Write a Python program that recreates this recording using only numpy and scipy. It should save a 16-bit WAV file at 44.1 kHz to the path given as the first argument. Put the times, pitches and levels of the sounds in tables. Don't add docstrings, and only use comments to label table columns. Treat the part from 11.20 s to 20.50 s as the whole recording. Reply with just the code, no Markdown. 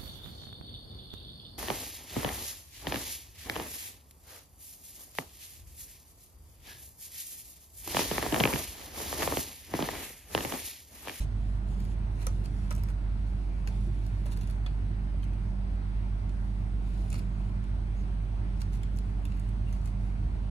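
import sys
import numpy as np
from scipy import signal
from scipy.fft import rfft, irfft, next_fast_len
from scipy.io import wavfile
from scipy.ndimage import uniform_filter1d, map_coordinates

SR = 44100
rng = np.random.default_rng(int(sys.argv[2]) if len(sys.argv) > 2 else 0)


def int16_out(signal):
    q = np.round(np.clip(np.atleast_2d(signal).T, -1, 1) * 32767)
    wavfile.write(sys.argv[1], SR, q.astype(np.int16))


N = 410130


def amp(db):
    return 10 ** (np.asarray(db) / 20)


def unit(x):
    return x / np.sqrt(np.mean(x ** 2) + 1e-20)


def along(points, hz):
    f, v = np.transpose(points)
    return np.interp(np.log(hz + 1), np.log(f + 1), v)


def wobble(rate):
    knots = rng.standard_normal(int(N * rate / SR) + 4)
    return map_coordinates(knots, [np.arange(N) * rate / SR])


def filtered(x, response):
    n = x.shape[-1]
    m = next_fast_len(n + min(n, SR // 2))
    return irfft(rfft(x, m) * response(np.fft.rfftfreq(m, 1 / SR)), m)[..., :n]


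def coloured(x, spectrum):
    return unit(filtered(x, lambda hz: amp(along(spectrum, hz))))


def add(track, s, sound):
    part = track[max(round(s * SR), 0):][:len(sound)]
    part += sound[:len(part)]


def ring(t, hz, t60):
    return np.sin(2 * np.pi * hz * t) * amp(-60 * t / t60)


def struck(t, modes):
    total = np.zeros(len(t))
    for k, (hz, db, t60) in enumerate(modes):
        total += (-1) ** k * amp(db + rng.normal(0, 1.9)) * ring(t, hz, t60)
    return unit(total)


def burst(t, fade_s):
    fade = amp(-30 * t / fade_s)
    z = rfft(rng.standard_normal(len(t)) * fade ** 2)
    flat = irfft(z / (np.abs(z) + 1e-12), len(t))
    return unit(flat * fade)


def grains(n, rate, spread_db):
    chance, size = rng.random(n), rng.standard_normal(n)
    return (chance < rate / SR) * amp(spread_db * size) * rng.choice([-1, 1], n)


def patchy(x, depth_db):
    z = signal.stft(x, nperseg=512)[2]
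    field = rng.standard_normal(z.shape[-2:])
    field = uniform_filter1d(uniform_filter1d(field, size=7, axis=0), size=18, axis=1)
    return signal.istft(z * amp(depth_db * unit(field)), nperseg=512)[1][..., :N]


# frequency_hz, correlation (0-1)
PORT_LIKENESS = [(120, 1), (250, 0.71), (400, 0.38), (900, 0.47), (1300, 0.1), (1800, 0.56), (2500, 0.43),
                 (4000, 0.076), (6400, 0.66), (8000, 0.15)]


def diffuse(spectrum):
    pair = patchy(rng.standard_normal((2, N)), depth_db=1.2)

    def mid_side(hz):
        turn = np.arccos(np.clip(along(PORT_LIKENESS, hz), -1, 1)) / 2
        return amp(along(spectrum, hz)) * [np.cos(turn), np.sin(turn)]

    mid, side = filtered(pair, mid_side)
    return unit(np.array([mid + side, mid - side]))


# pitch_hz, level_db (rms before the hum gains), waver (rad of phase; half as much in amplitude)
MOTOR_TONES = [(48.78, -31, 0.019), (62.8, -54, 0.21), (74.94, -49.5, 0.062), (96.14, -45.5, 0.38),
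               (105.6, -42.5, 0.55), (131.5, -54, 0.67), (145.1, -53, 0.68), (193, -48.5, 0.69),
               (242.5, -60.5, 0.55), (251, -67, 0.89), (285.9, -63.5, 0.99), (295.5, -65, 0.088),
               (341.3, -66, 1), (403.3, -72, 0.089), (584, -77, 0.093)]
# frequency_hz, relative level_db (per Hz)
RUMBLE_SPECTRUM = [(15, -27), (30, -15), (39, -2.5), (60, -5), (92, -1), (125, -9.5), (175, -11),
                   (215, -12.5), (270, -21.5), (320, -20.5), (400, -24.5), (500, -32.5), (900, -83)]


def motor(hum_db=-0.25, rumble_db=-39.5, right_db=2.0, rumble_right_db=-0.3):
    t = np.arange(N) / SR
    hum = np.zeros(N)
    for hz, db, waver in MOTOR_TONES:
        phase = 2 * np.pi * (hz * t + rng.random()) + waver * wobble(4)
        swell = 1 + waver / 2 * wobble(5)
        hum += amp(db) * unit(np.sin(phase) * swell)
    hum_gains = amp([[hum_db - right_db], [hum_db + right_db]])
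    rumble_gains = amp([[rumble_db - rumble_right_db], [rumble_db + rumble_right_db]])
    return hum * hum_gains + diffuse(RUMBLE_SPECTRUM) * rumble_gains


# frequency_hz, relative level_db (per Hz)
AIR_SPECTRUM = [(250, -28), (490, -5.5), (620, 2), (900, 0.5), (1200, -5), (1450, -4.5), (1800, -6.5),
                (2100, -8), (3200, -16), (4400, -17.5), (6300, -26.5), (7800, -40.5), (12000, -42.5),
                (14200, -35), (15000, -50)]
# frequency_hz, relative level_db (per Hz)
HISS_SPECTRUM = [(6500, -29), (7600, -9), (8300, 7), (9000, 1.5), (10000, -7), (11200, -13), (13000, -55)]
AIR_LEAD = 14


def air(air_db=-54.5, hiss_db=-72.5):
    rush = amp(air_db) * diffuse(AIR_SPECTRUM)
    hiss = amp(hiss_db) * coloured(rng.standard_normal(N), HISS_SPECTRUM)
    rush[1] = np.roll(rush[1], AIR_LEAD) + hiss
    return rush


# start_s, end_s (of the full level), level_db (before the fur gain)
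RUSTLES = [(0.0, -0.025, -46.5), (0.22, 0.362, -69), (0.52, 0.697, -63.5), (0.978, 1.682, -65),
           (2.0, 2.4, -70.5), (2.514, 2.66, -64), (2.75, 3.35, -67), (5.13, 5.42, -71),
           (5.692, 5.997, -64.5), (6.05, 6.295, -70.5), (6.77, 6.83, -69.5), (7.04, 7.12, -74),
           (7.36, 7.9, -72), (8.05, 8.31, -69.5), (8.57, 8.687, -66.5), (8.84, 8.892, -67.5)]
# frequency_hz, relative level_db (per Hz)
FUR_SPECTRUM = [(800, -12), (2500, 1), (4500, -1), (7500, -5), (9000, -2), (10500, -5), (12000, -13),
                (14000, -13), (15000, -26), (16000, -34)]
# frequency_hz, relative level_db (per Hz)
TICK_SPECTRUM = [(1500, -20), (4500, -9), (6300, -3), (7500, -4), (8500, -1), (10200, 0), (11500, -5),
                 (13500, -6), (15000, -9), (16500, -20)]
RUSTLE_ATTACK_S, RUSTLE_RELEASE_S = 0.11, 0.087
CLING_DB = -74


def fur(gain_db=-2, snag_db=-20):
    t = np.arange(N) / SR
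    sliding = np.full(N, amp(CLING_DB))
    for start, end, db in RUSTLES:
        attack = 1 + (t - start) / RUSTLE_ATTACK_S
        release = 1 + (end - t) / RUSTLE_RELEASE_S
        swell = np.clip(np.minimum(attack, release), 0, 1)
        sliding = np.maximum(sliding, amp(db) * swell)
    hairs = coloured(grains(N, rate=5000, spread_db=4), FUR_SPECTRUM)
    snags = coloured(grains(N, rate=9, spread_db=3), TICK_SPECTRUM)
    return amp(gain_db + wobble(25)) * sliding * (hairs + amp(snag_db) * snags)


# start_s, tick_level_db, tick_pitch_hz,
# pluck_level_db, fibre_pitch_hz (once slackened), knock_level_db (on the post)
CLAW_RELEASES = [(0.603, -62, 13400, -60, 4500, -70), (0.651, -63, 13400, -64, 4500, -68),
                 (1.068, -40, 10000, -49, 6100, -39.5), (1.258, -59, 11000, -56, 4540, -65),
                 (1.5078, -49, 9600, -65, 6200, -45.5), (1.5125, -65, 8500, -72, 2400, -42.5),
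                 (1.5175, -59, 12000, -59, 4460, -48), (1.5257, -54, 14000, -60, 4460, -55),
                 (1.551, -53, 12000, -66, 6400, -73), (1.563, -58, 12600, -68, 6400, -72),
                 (1.6358, -52.5, 11200, -64, 4440, -54), (1.6864, -66, 6500, -60, 2410, -54),
                 (2.4742, -52.5, 6500, -47.5, 2630, -50), (2.865, -61, 11000, -65, 4310, -67),
                 (3.058, -62, 13000, -57, 2460, -63), (3.0649, -57, 10500, -57.5, 2550, -54),
                 (3.1202, -62, 6500, -62, 3920, -62), (3.131, -61, 12500, -65, 3600, -61),
                 (3.173, -57.5, 12500, -59, 4700, -59), (3.2112, -64, 12500, -57, 6300, -62),
                 (3.233, -66, 10500, -61, 2510, -72), (3.274, -61, 7000, -62, 2670, -71),
                 (3.299, -62, 12000, -58.5, 4200, -66), (3.310, -59, 10500, -68, 4370, -72),
                 (3.463, -66, 6300, -45.5, 3300, -62), (4.0316, -71, 10500, -57, 2960, -72),
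                 (4.1344, -71, 10000, -67, 2500, -74), (5.094, -67, 9000, -62, 2400, -65),
                 (5.903, -52, 9050, -70, 3100, -70), (5.9274, -52, 8200, -54, 2600, -56),
                 (5.9296, -55, 8600, -54.5, 4400, -61), (5.942, -55, 10900, -53.5, 4200, -50),
                 (5.955, -63, 12000, -53.5, 4360, -59), (5.961, -62, 9000, -69, 5800, -66),
                 (5.985, -64, 9500, -63, 4370, -68), (5.992, -60, 11900, -57, 4400, -58),
                 (6.4408, -68, 7500, -69, 2400, -76), (7.417, -54.5, 8560, -50.5, 4340, -60),
                 (7.5338, -68, 10000, -63, 4400, -66), (7.633, -58.5, 7500, -55.5, 3200, -70),
                 (7.763, -63.5, 11500, -74, 6460, -74), (7.772, -62, 7500, -71, 6460, -74),
                 (7.787, -56, 9100, -59, 4800, -71), (8.0531, -54.5, 10500, -55, 3400, -61),
                 (8.12, -71, 11000, -58, 4000, -71), (8.172, -70, 12000, -74, 4650, -76),
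                 (8.197, -60, 8500, -71, 4650, -68), (8.29, -66, 9000, -66, 2470, -76),
                 (8.527, -60.5, 7060, -62, 6230, -58), (8.658, -57.5, 7450, -66, 5000, -71)]
# pitch_hz, relative level_db, t60_s
CLAW_TIP_MODES = [(4580, -26, 0.0048), (5600, 7, 0.0066), (8560, 6, 0.0044), (9900, -8, 0.0073),
                  (13500, -14, .002)]
# frequency_hz, relative level_db (per Hz)
RASP_SPECTRUM = [(300, -5), (800, 1.5), (1400, 3.5), (1900, -2), (2550, 5), (3200, -4), (3750, -6.5),
                 (4400, 1.5), (5200, -13.5), (6300, -11), (9000, -22), (15000, -36)]
SNAP_T60, FIBRE_T60 = 0.0012, .01
TICK_FADE_S, FRAY_FADE_S = .005, .03
FIBRE_SLACK, SLACKEN_S = .05, .003


def claws(fray_db=-12, tip_db=-6, twang_db=-1, rasp_db=0, gain_db=-9):
    track, t = np.zeros(N), np.arange(SR // 12) / SR
    for s, tick_db, tick_hz, pluck_db, hz, _ in CLAW_RELEASES:
        frayed_db = fray_db - .4 * (tick_db + 52)
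        snap = unit(ring(t, tick_hz, SNAP_T60)) + amp(tip_db) * struck(t, CLAW_TIP_MODES)
        click = coloured(burst(t, TICK_FADE_S), TICK_SPECTRUM)
        fray = coloured(burst(t, FRAY_FADE_S), TICK_SPECTRUM)
        tick = unit(snap + click + amp(frayed_db) * fray)
        sagging = t + FIBRE_SLACK * SLACKEN_S * (1 - np.exp(-t / SLACKEN_S))
        twang = unit(ring(sagging, hz, FIBRE_T60))
        rattle = coloured(burst(t, FRAY_FADE_S), RASP_SPECTRUM)
        pluck = unit(amp(twang_db) * twang + amp(rasp_db) * rattle)
        add(track, s, amp(tick_db) * tick + amp(pluck_db) * pluck)
    return amp(gain_db) * track


# pitch_hz, relative level_db, t60_s
POST_MODES = [(446, -4, 0.045), (541, -5.5, 0.062), (790, -7, 0.025), (965, -0.5, 0.042),
              (1270, -3.5, 0.053), (1720, -5, 0.03), (2207, -15, .025), (2420, -10, 0.053)]
# frequency_hz, relative level_db (per Hz)
CRACK_SPECTRUM = [(300, -4), (600, 7.5), (1000, 5), (2300, 3.5), (3300, -8.5), (4600, -3.5), (5300, -10),
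                  (6400, -8), (7500, -14), (11000, -24)]
CRACK_FADE_S = 0.016


def post(gain_db=-13.5, crack_db=1):
    track, t = np.zeros(N), np.arange(SR // 12) / SR
    for s, *_, knock_db in CLAW_RELEASES:
        crack = coloured(burst(t, CRACK_FADE_S), CRACK_SPECTRUM)
        knock = struck(t, POST_MODES) + amp(crack_db) * crack
        add(track, s, amp(gain_db + knock_db) * knock)
    return track


# start_s, end_s, level_db (before the layer mix)
CLAW_DRAGS = [(0.99, 1.067, -60.5), (1.235, 1.266, -63), (1.496, 1.543, -68), (1.572, 1.604, -63),
              (1.681, 1.716, -64), (2.482, 2.493, -60), (3.054, 3.125, -67), (3.11, 3.15, -60),
              (3.161, 3.2, -65), (3.204, 3.251, -65), (3.282, 3.336, -68), (4.022, 4.059, -66.5),
              (5.914, 5.92, -60), (5.933, 6.003, -61), (7.396, 7.44, -63), (7.516, 7.585, -65),
              (8.471, 8.577, -71), (8.641, 8.694, -66)]


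def scrapes(crackle_db=-3.5, rasp_db=0.0, ease_db=4):
    track = np.zeros(N)
    for start, end, db in CLAW_DRAGS:
        u = np.linspace(0, 1, max(round((end - start) * SR), SR // 100))
        stroke = unit(np.sqrt(np.abs(np.sin(np.pi * u))) * amp(-ease_db * u))
        slips = grains(len(u), rate=1100, spread_db=6.5)
        crackle = amp(crackle_db) * coloured(slips, TICK_SPECTRUM)
        rasp = amp(rasp_db) * coloured(slips, RASP_SPECTRUM)
        add(track, start, amp(db) * stroke * (crackle + rasp))
    return track


# start_s, pitch_hz, level_db (peak scale before onset and decay)
PAW_BUMPS = [(2.672, 347, -41), (2.69, 138, -30), (2.98, 145, -37), (3.058, 590, -41), (3.18, 464, -45),
             (3.66, 140, -37), (3.942, 587, -42.5)]


def paws(ring_cycles=36):
    track, t = np.zeros(N), np.arange(SR // 3) / SR
    for s, hz, db in PAW_BUMPS:
        onset = 1 - np.exp(-t * hz)
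        add(track, s, amp(db) * onset * ring(t, hz, ring_cycles / hz))
    return track


# start_s, end_s, pitch_hz, level_db (before the room), jitter (share of pitch)
CLAW_SQUEAKS = [(6.765, 6.825, 6400, -75, .06), (8.466, 8.497, 2775, -60, .03),
                (8.533, 8.565, 2780, -70, 0)]


def squeaks():
    track = np.zeros(N)
    for start, end, hz, db, jitter in CLAW_SQUEAKS:
        n = max(round((end - start) * SR), SR // 100)
        pitch = hz * (1 + jitter * wobble(2200)[:n])
        phase = 2 * np.pi * np.cumsum(pitch) / SR
        add(track, start, amp(db) * unit(np.sin(phase) * signal.windows.tukey(n)))
    return track


# frequency_hz, t60_s
WALL_DECAY = [(200, 0.36), (2000, 0.14), (8000, 0.16), (15000, 0.02)]


def room(x, tail_db=-14):
    n = SR // 3
    noise = rng.standard_normal((2, n))
    hz, t, z = signal.stft(noise, SR, nperseg=256)
    decay = amp(-60 * t / along(WALL_DECAY, hz)[:, None])
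    tail = signal.istft(z * decay, SR, nperseg=256)[1][:, :n]
    early = np.array([burst(np.arange(n) / SR, .022) for port in range(2)])
    early *= amp(-8) / np.linalg.norm(early[0])
    answer = early + amp(tail_db) * tail / np.linalg.norm(tail[0])
    delayed = np.pad(x, (SR // 2000, 0))
    return signal.fftconvolve(delayed[None], answer, axes=1)[:, :N]


def moving_room(x):
    hop = SR // 4
    wet = np.zeros((2, N))
    for start in range(0, N, hop):
        for port, answer in zip(wet, room(x[start:start + hop])):
            add(port, start / SR, answer)
    return wet


# frequency_hz, reflected power share (0-1, before the scene gains)
REFLECTED_SHARE = [(600, 0.54), (1700, 0.68), (4000, 0.7), (7000, 0.63), (10000, 0.34)]
PORT_LAG = 13


def scene(direct_db=2.45, reflected_db=8.5):
    rubbing = patchy(scrapes() + fur(), depth_db=1.2)
    kitten = claws() + post() + rubbing + squeaks()

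    def split(hz):
        share = np.clip(along(REFLECTED_SHARE, hz), 0, 1)
        return np.sqrt([1 - share, share])

    straight, scattered = filtered(kitten, split)
    direct = np.array([np.pad(straight, (PORT_LAG, 0))[:N], straight])
    near = amp(direct_db) * direct + amp(reflected_db) * moving_room(scattered)
    return near + paws() + motor() + air()


# frequency_hz, gain_db
MIC_RESPONSE = [(8000, 0), (10100, 0), (11200, -2), (12000, -6), (13300, 1), (14500, -6), (16000, -5)]
TOP_HZ = 16300


def record(dry):
    faded = dry * signal.windows.tukey(N, .001)
    return filtered(faded, lambda hz: amp(along(MIC_RESPONSE, hz)) * (hz < TOP_HZ))


dry = scene()
out = record(dry)
int16_out(out)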